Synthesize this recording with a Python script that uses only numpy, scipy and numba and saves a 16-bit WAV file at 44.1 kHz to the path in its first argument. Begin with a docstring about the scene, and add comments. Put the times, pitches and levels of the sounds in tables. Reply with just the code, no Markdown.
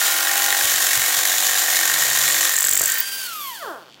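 """An air nibbler cuts a slot through a steel sheet clamped in a vice, close by in a small workshop.
A vane motor (a rotor whose blades are pushed by air) drives the punch about 47 times a second.
Each bite rings the sheet, and the tool rattles against it. At the edge the punch clacks free and
the motor whines in its exhaust hiss, then runs down, putters and ticks."""
import sys
import numpy as np
from scipy import signal
from scipy.fft import rfft, irfft
from scipy.io import wavfile
from scipy.ndimage import uniform_filter1d
from numba import njit

SR = 44100
rng = np.random.default_rng(int(sys.argv[2]) if len(sys.argv) > 2 else 0)


def master_out(mix):
    """Clip the mix to full scale and print it as 16-bit PCM to the path in sys.argv[1]."""
    frames = np.transpose(np.atleast_2d(mix))
    ceiling = np.clip(frames, -1, 1)
    pcm = np.round(ceiling * 32767).astype(np.int16)
    wavfile.write(sys.argv[1], SR, pcm)


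N = 176400
T = np.arange(N) / SR

# Knocks within one stroke of the punch: share_of_stroke, relative_db, timing_scatter_s
CONTACTS = [(0, -2, 0.000393), (.09, -1, 0.000817), (0.401, -19, 0.00089), (0.598, -5.5, 0.000713),
            (0.782, -16.5, 0.002)]
# How hard the tool works on the sheet: time_s, knock_change_db, chatter_change_db
CUTTING_EFFORT = [(0, -7, 4.5), (.28, -2.5, -5), (.65, -1, 1.5), (1.3, -4, 3.5), (1.85, -7, 3.5),
                  (2.25, -9.5, 5), (2.5, 0, 1.5), (2.62, -3.5, -9), (2.8, -6.5, -14), (2.9, -12, -3.5),
                  (2.97, -18, -2), (3.03, -39, -13.5), (3.15, -70, -70)]
# Tone of struck steel: pitch_hz, relative_db
STEEL_TONE = [(250, -64.5), (450, -12), (700, -16), (900, -13), (1100, -6.5), (1400, -10.5), (1800, -1.5),
              (2100, -9), (2700, -12), (3000, -7), (3850, -2.5), (4800, -8), (5400, -4.5), (6200, -3),
              (7150, 1), (8300, -7), (9500, -5.5), (10800, -10.5), (12400, -4), (13300, -5.5),
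              (14500, -7.5), (15800, -13.5)]
# Notes of the tool head (ring_s is the time to fade by 60 dB): pitch_hz, ring_s, relative_db
HEAD_NOTES = [(1590, .03, -8), (1675, .03, -5), (1822, .055, 0), (1868, .05, -2), (2055, .05, -7),
              (2190, .04, -9)]
# Rattle of the tool head: time_s, level_db
HEAD_LEVEL = [(0, -29), (.4, -26), (1.1, -27.5), (1.6, -28), (1.9, -24), (2.2, -26), (2.55, -26.5),
              (2.65, -31), (2.82, -31), (2.88, -26), (2.97, -28), (3.05, -39), (3.15, -55), (3.4, -80)]
# Notes of the clamped sheet: pitch_hz, ring_s, slot_start_db, near_edge_db
SHEET_NOTES = [(328, .2, -15, -9), (375, .2, -18, -15), (518, .15, -15, -4), (562, .15, -11, -6),
               (608, .15, -15, -9), (702, .12, -7, -4), (748, .1, -6, -2), (843, .12, -7, -10),
               (1034, .12, -3, -5), (1122, .12, -5, -4), (1168, .12, -5, -6), (1262, .1, -2, -11),
               (1412, .09, 6, -12), (1498, .08, 3, -6), (2470, .06, -10, 1), (2986, .1, -2, -1),
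               (3880, .05, 1, -2), (4465, .06, -1, -1)]
# Ring of the sheet, which drops as the punch reaches the edge: time_s, change_db
SHEET_LEVEL = [(0, 4), (.5, 4), (.8, -1.5), (1.7, 0), (2.1, -4), (2.48, -1.5), (2.62, -18), (2.88, -13),
               (3.05, -15), (3.3, -45), (3.45, -70)]
# Strongest note of the sheet, which sinks as the slot grows: time_s, pitch_hz, level_db
MAIN_NOTE = [(0, 803, -36), (.25, 800, -35), (.36, 797, -31), (.6, 795, -32), (.67, 760, -37),
             (1.8, 755, -36), (2.15, 752, -40), (2.5, 750, -42), (2.6, 750, -56), (3.05, 750, -72),
             (3.2, 750, -110)]
# Clack of the returning punch and its thin, high ring: time_s, clack_db, ring_db
RETURN_LEVELS = [(2.1, -42, -70), (2.3, -24, -40), (2.52, -31, -34), (2.57, -20.5, -33), (2.7, -19, -28),
                 (2.86, -18, -30), (2.885, -25, -22), (2.925, -20.5, -34), (2.945, -39, -26),
                 (2.985, -45, -26), (3.003, -37, -18), (3.011, -42, -20), (3.022, -80, -80)]
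# Tone of the clack: pitch_hz, relative_db
CLACK_TONE = [(60, -49), (300, -31), (1000, -29), (4500, -29), (6200, -6.5), (7100, 1), (7700, 4.5),
              (8600, -5.5), (10800, -13.5), (12700, -5.5), (14300, -6), (15700, -17)]
# Dull thud of the punch running free: time_s, level_db
THUD_LEVEL = [(2.3, -110), (2.52, -80), (2.62, -45), (2.74, -41.5), (2.83, -37), (2.87, -51), (2.92, -70),
              (3, -100)]
# Tone of the thud: pitch_hz, relative_db
THUD_TONE = [(60, -5), (200, 1), (500, 9), (1200, 5), (2500, 0), (5000, -4), (9000, -34)]
# Motor speed with the trigger held: time_s, vane_passes_hz
DRIVEN_SPEED = [(0, 1501), (.38, 1502.4), (.5, 1520), (.64, 1494.4), (1.2, 1492.2), (1.75, 1489.6),
                (1.9, 1502.4), (2.5, 1500.8), (2.62, 1520), (2.8, 1537.6), (2.92, 1552), (3.1, 1576),
                (3.2, 1574)]
# Motor speed once the trigger is let go: time_s, vane_passes_hz
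COASTING_SPEED = [(3.25, 1494), (3.35, 1270), (3.486, 1055), (3.55, 895), (3.62, 650.7), (3.655, 486.6),
                  (3.7, 346.4), (3.75, 250.4), (3.8, 182.7), (3.87, 128.1), (3.93, 108.7), (4, 82.5)]
# Whine at one, two and three times the vane rate: time_s, first_db, second_db, third_db
WHINE_LEVELS = [(0, -44, -58, -52), (2.3, -43, -50, -45), (2.6, -58, -43, -45), (2.9, -35, -45, -38),
                (3.1, -38.5, -40.5, -36), (3.25, -37.5, -46, -39.5), (3.36, -33, -48, -66),
                (3.45, -35, -42.5, -57), (3.53, -35, -42.5, -51), (3.57, -52, -40.5, -61),
                (3.63, -40, -44, -38), (3.7, -49, -80, -80)]
# Pulses of the coasting vanes: time_s, putter_db, tick_db
COASTING_LEVELS = [(3.15, -90, -44), (3.42, -80, -44.5), (3.58, -38, -44), (3.63, -30.5, -46.5),
                   (3.68, -29, -49), (3.73, -30, -52), (3.79, -35.5, -56), (3.84, -43, -52),
                   (3.89, -41.5, -52), (3.94, -63, -44), (4, -40, -59)]
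# Tone of the putter: pitch_hz, relative_db
PUTTER_TONE = [(120, -54), (220, -7), (350, 1.5), (580, 6.5), (760, 4), (1200, 5.5), (1550, 5.5),
               (1900, -10), (2200, -21), (4000, -28)]
# Tone of the ticks: pitch_hz, relative_db
TICK_TONE = [(800, -16), (2300, -8), (2800, -6), (3300, 0), (3800, -9), (4400, -2), (5000, -8), (7500, -16),
             (11000, -32)]
# Notes of the motor housing: pitch_hz, ring_s
HOUSING_NOTES = [(3060, 0.048), (3220, 0.055), (3410, 0.038), (4400, 0.083)]
# Hiss of the exhaust air: time_s, level_db
HISS_LEVEL = [(0, -19), (2.8, -26.5), (3.03, -26.5), (3.22, -27), (3.33, -32.5), (3.45, -34), (3.55, -36.5),
              (3.63, -42), (3.72, -48), (3.8, -56), (4, -83)]
# Tone of the hiss: pitch_hz, relative_db
HISS_TONE = [(88, -73), (150, -52), (390, -28), (553, -19), (1440, -13), (1550, -5.5), (1680, -12.5),
             (2120, -12), (2900, -7), (3070, -7), (4120, -12.5), (4630, -10), (6700, -9), (13000, -9.5),
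             (15800, -6.5)]
# Whistle of the closing valve: time_s, pitch_hz, level_db
VALVE_WHISTLE = [(3.25, 13300, -65), (3.35, 12900, -38), (3.47, 12500, -35), (3.58, 12300, -49),
                 (3.68, 12300, -66), (4, 12500, -73)]
# Low gusts of air: peak_s, half_length_s, level_db
GUSTS = [(0.645, 0.018, -44), (0.754, 0.029, -53), (0.986, .022, -42), (1.183, 0.017, -47),
         (1.52, 0.033, -54), (2.66, .012, -52), (2.74, .04, -52), (2.84, 0.037, -49)]
# Tone of the gusts: pitch_hz, relative_db
GUST_TONE = [(20, -28), (50, 0), (110, 8), (300, -8), (700, -22), (2000, -68)]
# Tone of the room noise: pitch_hz, relative_db
WORKSHOP_TONE = [(20, -26), (60, -19), (100, -13), (200, -3), (300, -2), (550, -6.5), (1400, -13),
                 (3000, -7.5), (12000, -32)]
# Faint hum in the room: pitch_hz, level_db
HUM_NOTES = [(88, -78.5), (140, -68)]

VANES_PER_STROKE, FIRST_BITE_STROKES = 32, .70
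KNOCK_DB, CHATTER_DB, SHEET_DB, FLAP_DB, WORKSHOP_DB, ECHO_DB = -22.5, -23, -43.5, -48, -52.5, -7.5


def cutting(strokes):
    """The punch bites, knocks and scrapes; this shakes the steel sheet and the tool head."""
    knock_gain, chatter_gain = amp(curves(CUTTING_EFFORT))
    hits = sum(amp(db) * blows(strokes - share, jitter_s, scatter_db=2.2)
               for share, db, jitter_s in CONTACTS)
    scrape = uniform_filter1d(fade_after(hits, decay_s=.00097), size=44) * noise()
    knocks = unit(amp(-10) * unit(hits) + unit(scrape))
    knocking = amp(KNOCK_DB) * knock_gain * colour(knocks, STEEL_TONE)
    chattering = amp(CHATTER_DB) * chatter_gain * colour(chatter(strokes, swing_db=1.5), STEEL_TONE)
    bites = unit(blows(strokes, jitter_s=.00004, scatter_db=1)) + amp(-9) * knocks
    return knocking + chattering + head_rattle(bites, strokes) + sheet_ring(bites) + flap_hum(strokes)


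def chatter(strokes, swing_db, taps_per_s=5000):
    """Loose metal taps in clumps, hardest as the punch bites and as it pulls back."""
    taps = (rng.random(N) < taps_per_s / SR) * np.sign(noise()) * amp(-1.5 * noise())
    angle = 2 * np.pi * (strokes - .06)
    stroke_db = swing_db * (np.cos(angle) + .5 * np.cos(2 * angle))
    clump_db = 3.5 * np.clip(drift(116), -3, 1.5)
    return unit(taps * amp(stroke_db + clump_db))


def head_rattle(bites, strokes):
    """Loose taps and bites make the tool head ring with short notes."""
    shake = chatter(strokes, swing_db=6) + amp(-9) * bites
    notes = sum(amp(db) * ring(shake, hz, ring_s) for hz, ring_s, db in HEAD_NOTES)
    return amp(curves(HEAD_LEVEL)[0]) * unit(notes)


def sheet_ring(bites, near_edge_s=2.17):
    """Steady bites ring the sheet; the balance of its notes shifts as the slot grows."""
    progress = np.minimum(T / near_edge_s, 1)
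    bass_cut = signal.butter(3, 330, "high", fs=SR, output="sos")  # the bites push the sheet without any low thump
    push = signal.sosfilt(bass_cut, bites)
    notes = sum((-1) ** k * amp(start_db + (end_db - start_db) * progress) * ring(push, hz, ring_s)
                for k, (hz, ring_s, start_db, end_db) in enumerate(SHEET_NOTES))
    main_hz, main_db = curves(MAIN_NOTE)
    main_note = amp(main_db) * unit(resonate(push, main_hz, width_hz=45.))
    return amp(SHEET_DB + curves(SHEET_LEVEL)[0]) * notes + main_note


def flap_hum(strokes, start_s=1.98, end_s=2.28, fade_s=.11):
    """Near the edge, the flap of steel hums, swinging three times a stroke."""
    outside_s = np.maximum(np.maximum(start_s - T, T - end_s), 0)
    fade = np.exp(-(outside_s / fade_s) ** 2)
    return amp(FLAP_DB + 2.3 * drift(20)) * fade * sine(3 * strokes)


def punch_return(strokes, rise_s=.0023, decay_s=.0024, ring_hz=15280.):
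    """With little steel left to hold it, the punch thuds and clacks brightly on each stroke."""
    clack_gain, ring_gain = amp(curves(RETURN_LEVELS))
    free_stroke_s = VANES_PER_STROKE / DRIVEN_SPEED[-1][1]
    age_s = (strokes - .26) % 1 * free_stroke_s  # the clack comes about a quarter stroke after the bite
    burst = (1 - np.exp(-(age_s / rise_s) ** 2)) * np.exp(-age_s / decay_s)
    thin_ring = unit(resonate(burst * noise(), np.full(N, ring_hz), width_hz=290.))
    return_hits = blows(strokes - .3, jitter_s=.00217, scatter_db=5.1)
    forward_hits = blows(strokes, jitter_s=.00192, scatter_db=2.7)
    thud = amp(curves(THUD_LEVEL)[0]) * colour(return_hits + forward_hits, THUD_TONE)
    return clack_gain * colour(burst * noise(), CLACK_TONE) + ring_gain * thin_ring + thud


def motor(vane_hz, waver=.003, silent_below_hz=400):
    """The vanes chop the air into a whine, which gives way to puttering as they slow down."""
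    passes = np.cumsum(vane_hz * (1 + waver * drift(51))) / SR
    whine = sum(amp(db) * sine(k * passes) for k, db in enumerate(curves(WHINE_LEVELS), start=1))
    whine_gain = 2 * np.clip(vane_hz / silent_below_hz - 1, 0, .5)
    return whine_gain * whine + coasting_vanes(passes)


def coasting_vanes(passes, putter_start_s=3.615, putter_rise_s=.012):
    """With the trigger let go, each vane puffs air, then slaps and rubs the housing with a tick."""
    coasting = T > COASTING_SPEED[0][0]
    putter_gain, tick_gain = amp(curves(COASTING_LEVELS))
    putter_gain *= np.clip((T - putter_start_s) / putter_rise_s, .1, 1)
    puffs = colour(blows(passes, jitter_s=.00002, scatter_db=1.53) * coasting, PUTTER_TONE)
    slaps = blows(passes, jitter_s=.000005, scatter_db=2.4) * coasting
    rub = fade_after(slaps, decay_s=.0009) * noise()
    push = unit(slaps) + amp(-6) * unit(rub)
    housing = unit(sum(ring(push, hz, ring_s) for hz, ring_s in HOUSING_NOTES))
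    ticks = colour(push, TICK_TONE) + amp(-3.5) * housing
    coasting_scale = np.sqrt(np.mean(coasting))  # so the levels apply to the coasting time alone
    return (putter_gain * puffs + tick_gain * ticks) * coasting_scale


def exhaust_air(vane_hz):
    """Spent air hisses and gusts; the closing valve whistles, fluttering with the vane pulses."""
    hiss = amp(curves(HISS_LEVEL)[0] + 1.5 * drift(45)) * colour(noise(), HISS_TONE)
    valve_hz, valve_db = curves(VALVE_WHISTLE)
    pulses = blows(np.cumsum(vane_hz) / SR, jitter_s=0, scatter_db=1)
    flow = noise() + amp(-2) * unit(pulses)
    whistle = resonate(resonate(flow, valve_hz, width_hz=2200.), valve_hz, width_hz=2200.)
    gust_gain = sum(amp(db) * np.exp(-((T - peak_s) / half_s) ** 2) for peak_s, half_s, db in GUSTS)
    return hiss + amp(valve_db) * unit(whistle) + gust_gain * colour(noise(), GUST_TONE)


def wall_echoes(sound, ring_s=.27, dull_above_hz=6000, delay_s=.0023):
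    """The walls send back a blur of fading echoes, a little duller than the tool."""
    tail = noise() * np.exp(-np.log(1000) * T / ring_s) * (T > delay_s)
    tail /= np.sqrt(np.sum(tail ** 2))
    dull_tail = signal.lfilter(*signal.butter(1, dull_above_hz, fs=SR), tail)
    return signal.fftconvolve(sound, dull_tail)[:N]


def workshop():
    """Quiet room noise with a faint, wavering hum."""
    room_noise = amp(WORKSHOP_DB) * colour(noise(), WORKSHOP_TONE)
    return room_noise + sum(amp(db + drift(4.4)) * sine(hz * T) for hz, db in HUM_NOTES)


def blows(count, jitter_s, scatter_db):
    """One click each time a rising count passes a whole number, uneven in time and strength."""
    times_s = np.interp(np.arange(np.ceil(count[0]), count[-1]), count, T)
    time_luck, size_luck = rng.standard_normal((8192, 2))[:len(times_s)].T
    centres = (times_s + jitter_s * time_luck)[:, None] * SR
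    samples = np.floor(centres).astype(int) + np.arange(-7, 9)
    shape = np.sinc(samples - centres) * np.sinc((samples - centres) / 8)  # can fall between samples
    clicks = shape * amp(scatter_db * size_luck)[:, None]
    inside = (samples >= 0) & (samples < N)
    return np.bincount(samples[inside], clicks[inside], N)


def colour(sound, tone, size=4096):
    """Shape a sound's lows and highs with a tone table; the result has strength 1."""
    hz, db = np.array(tone, float).T
    bin_hz = np.maximum(np.fft.rfftfreq(size, 1 / SR), 1)
    bass_cut = np.minimum(bin_hz / hz[0], 1) ** 2
    gain = amp(np.interp(np.log(bin_hz), np.log(hz), db)) * bass_cut
    # Build the filter so that it rings after each hit, never before (minimum phase).
    cepstrum = irfft(np.log(gain))
    cepstrum[1:size // 2] *= 2
    cepstrum[size // 2 + 1:] = 0
    response = irfft(np.exp(rfft(cepstrum)))
    return unit(signal.fftconvolve(sound, response)[:N])


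@njit
def resonate(sound, hz, width_hz):
    """Keep only the sound near one pitch, which may move."""
    out, band_state, low_state = np.empty(len(sound)), 0., 0.
    for i in range(len(sound)):
        tuning, damping = np.tan(np.pi * hz[i] / SR), width_hz / hz[i]
        band = (band_state + tuning * (sound[i] - low_state)) / (1 + tuning * (tuning + damping))
        band_state = 2 * band - band_state
        low_state += 2 * tuning * band
        out[i] = damping * band
    return out


def ring(push, hz, ring_s):
    """One note of a struck object, fading by 60 dB in ring_s; the result has strength 1."""
    pole = np.exp((2j * np.pi * hz - np.log(1000) / ring_s) / SR)
    return unit(signal.lfilter([1, -1], [1, -pole], push).imag)


def fade_after(hits, decay_s):
    """Give each click a short, fading tail."""
    return signal.lfilter([1], [1, -np.exp(-1 / (decay_s * SR))], hits)


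def curves(table):
    """Turn each column after the time column into a curve over time."""
    times_s, *columns = np.array(table, float).T
    return [np.interp(T, times_s, column) for column in columns]


def drift(rate_hz):
    """Smooth random wandering of strength 1."""
    return unit(signal.sosfilt(signal.butter(2, rate_hz, fs=SR, output="sos"), noise()))


def sine(cycles):
    """A pure tone of strength 1."""
    return np.sqrt(2) * np.sin(2 * np.pi * cycles)


def noise():
    """White noise, an even hiss."""
    return rng.standard_normal(N)


def amp(db):
    """Turn decibels into a gain to multiply by."""
    return 10 ** (np.asarray(db) / 20)


def unit(sound):
    """Scale a sound to an average strength (rms) of 1."""
    return sound / np.sqrt(np.mean(sound ** 2) + 1e-18)


def scene():
    """One motor speed paces the whole tool, and the room echoes it; both channels are the same."""
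    vane_hz = curves(DRIVEN_SPEED + COASTING_SPEED)[0]
    strokes = np.cumsum(vane_hz) / SR / VANES_PER_STROKE - FIRST_BITE_STROKES  # whole numbers are bites
    tool = cutting(strokes) + punch_return(strokes) + motor(vane_hz) + exhaust_air(vane_hz)
    mix = tool + amp(ECHO_DB) * wall_echoes(tool) + workshop()
    return np.array([mix, mix])


def record(dry):
    """Round off the loudest peaks and cut the highest treble."""
    ceiling, top_hz = .58, 15800
    rounded = ceiling * np.tanh(dry / ceiling)
    return signal.sosfilt(signal.ellip(10, .2, 80, top_hz, fs=SR, output="sos"), rounded)


dry = scene()
out = record(dry)
master_out(out)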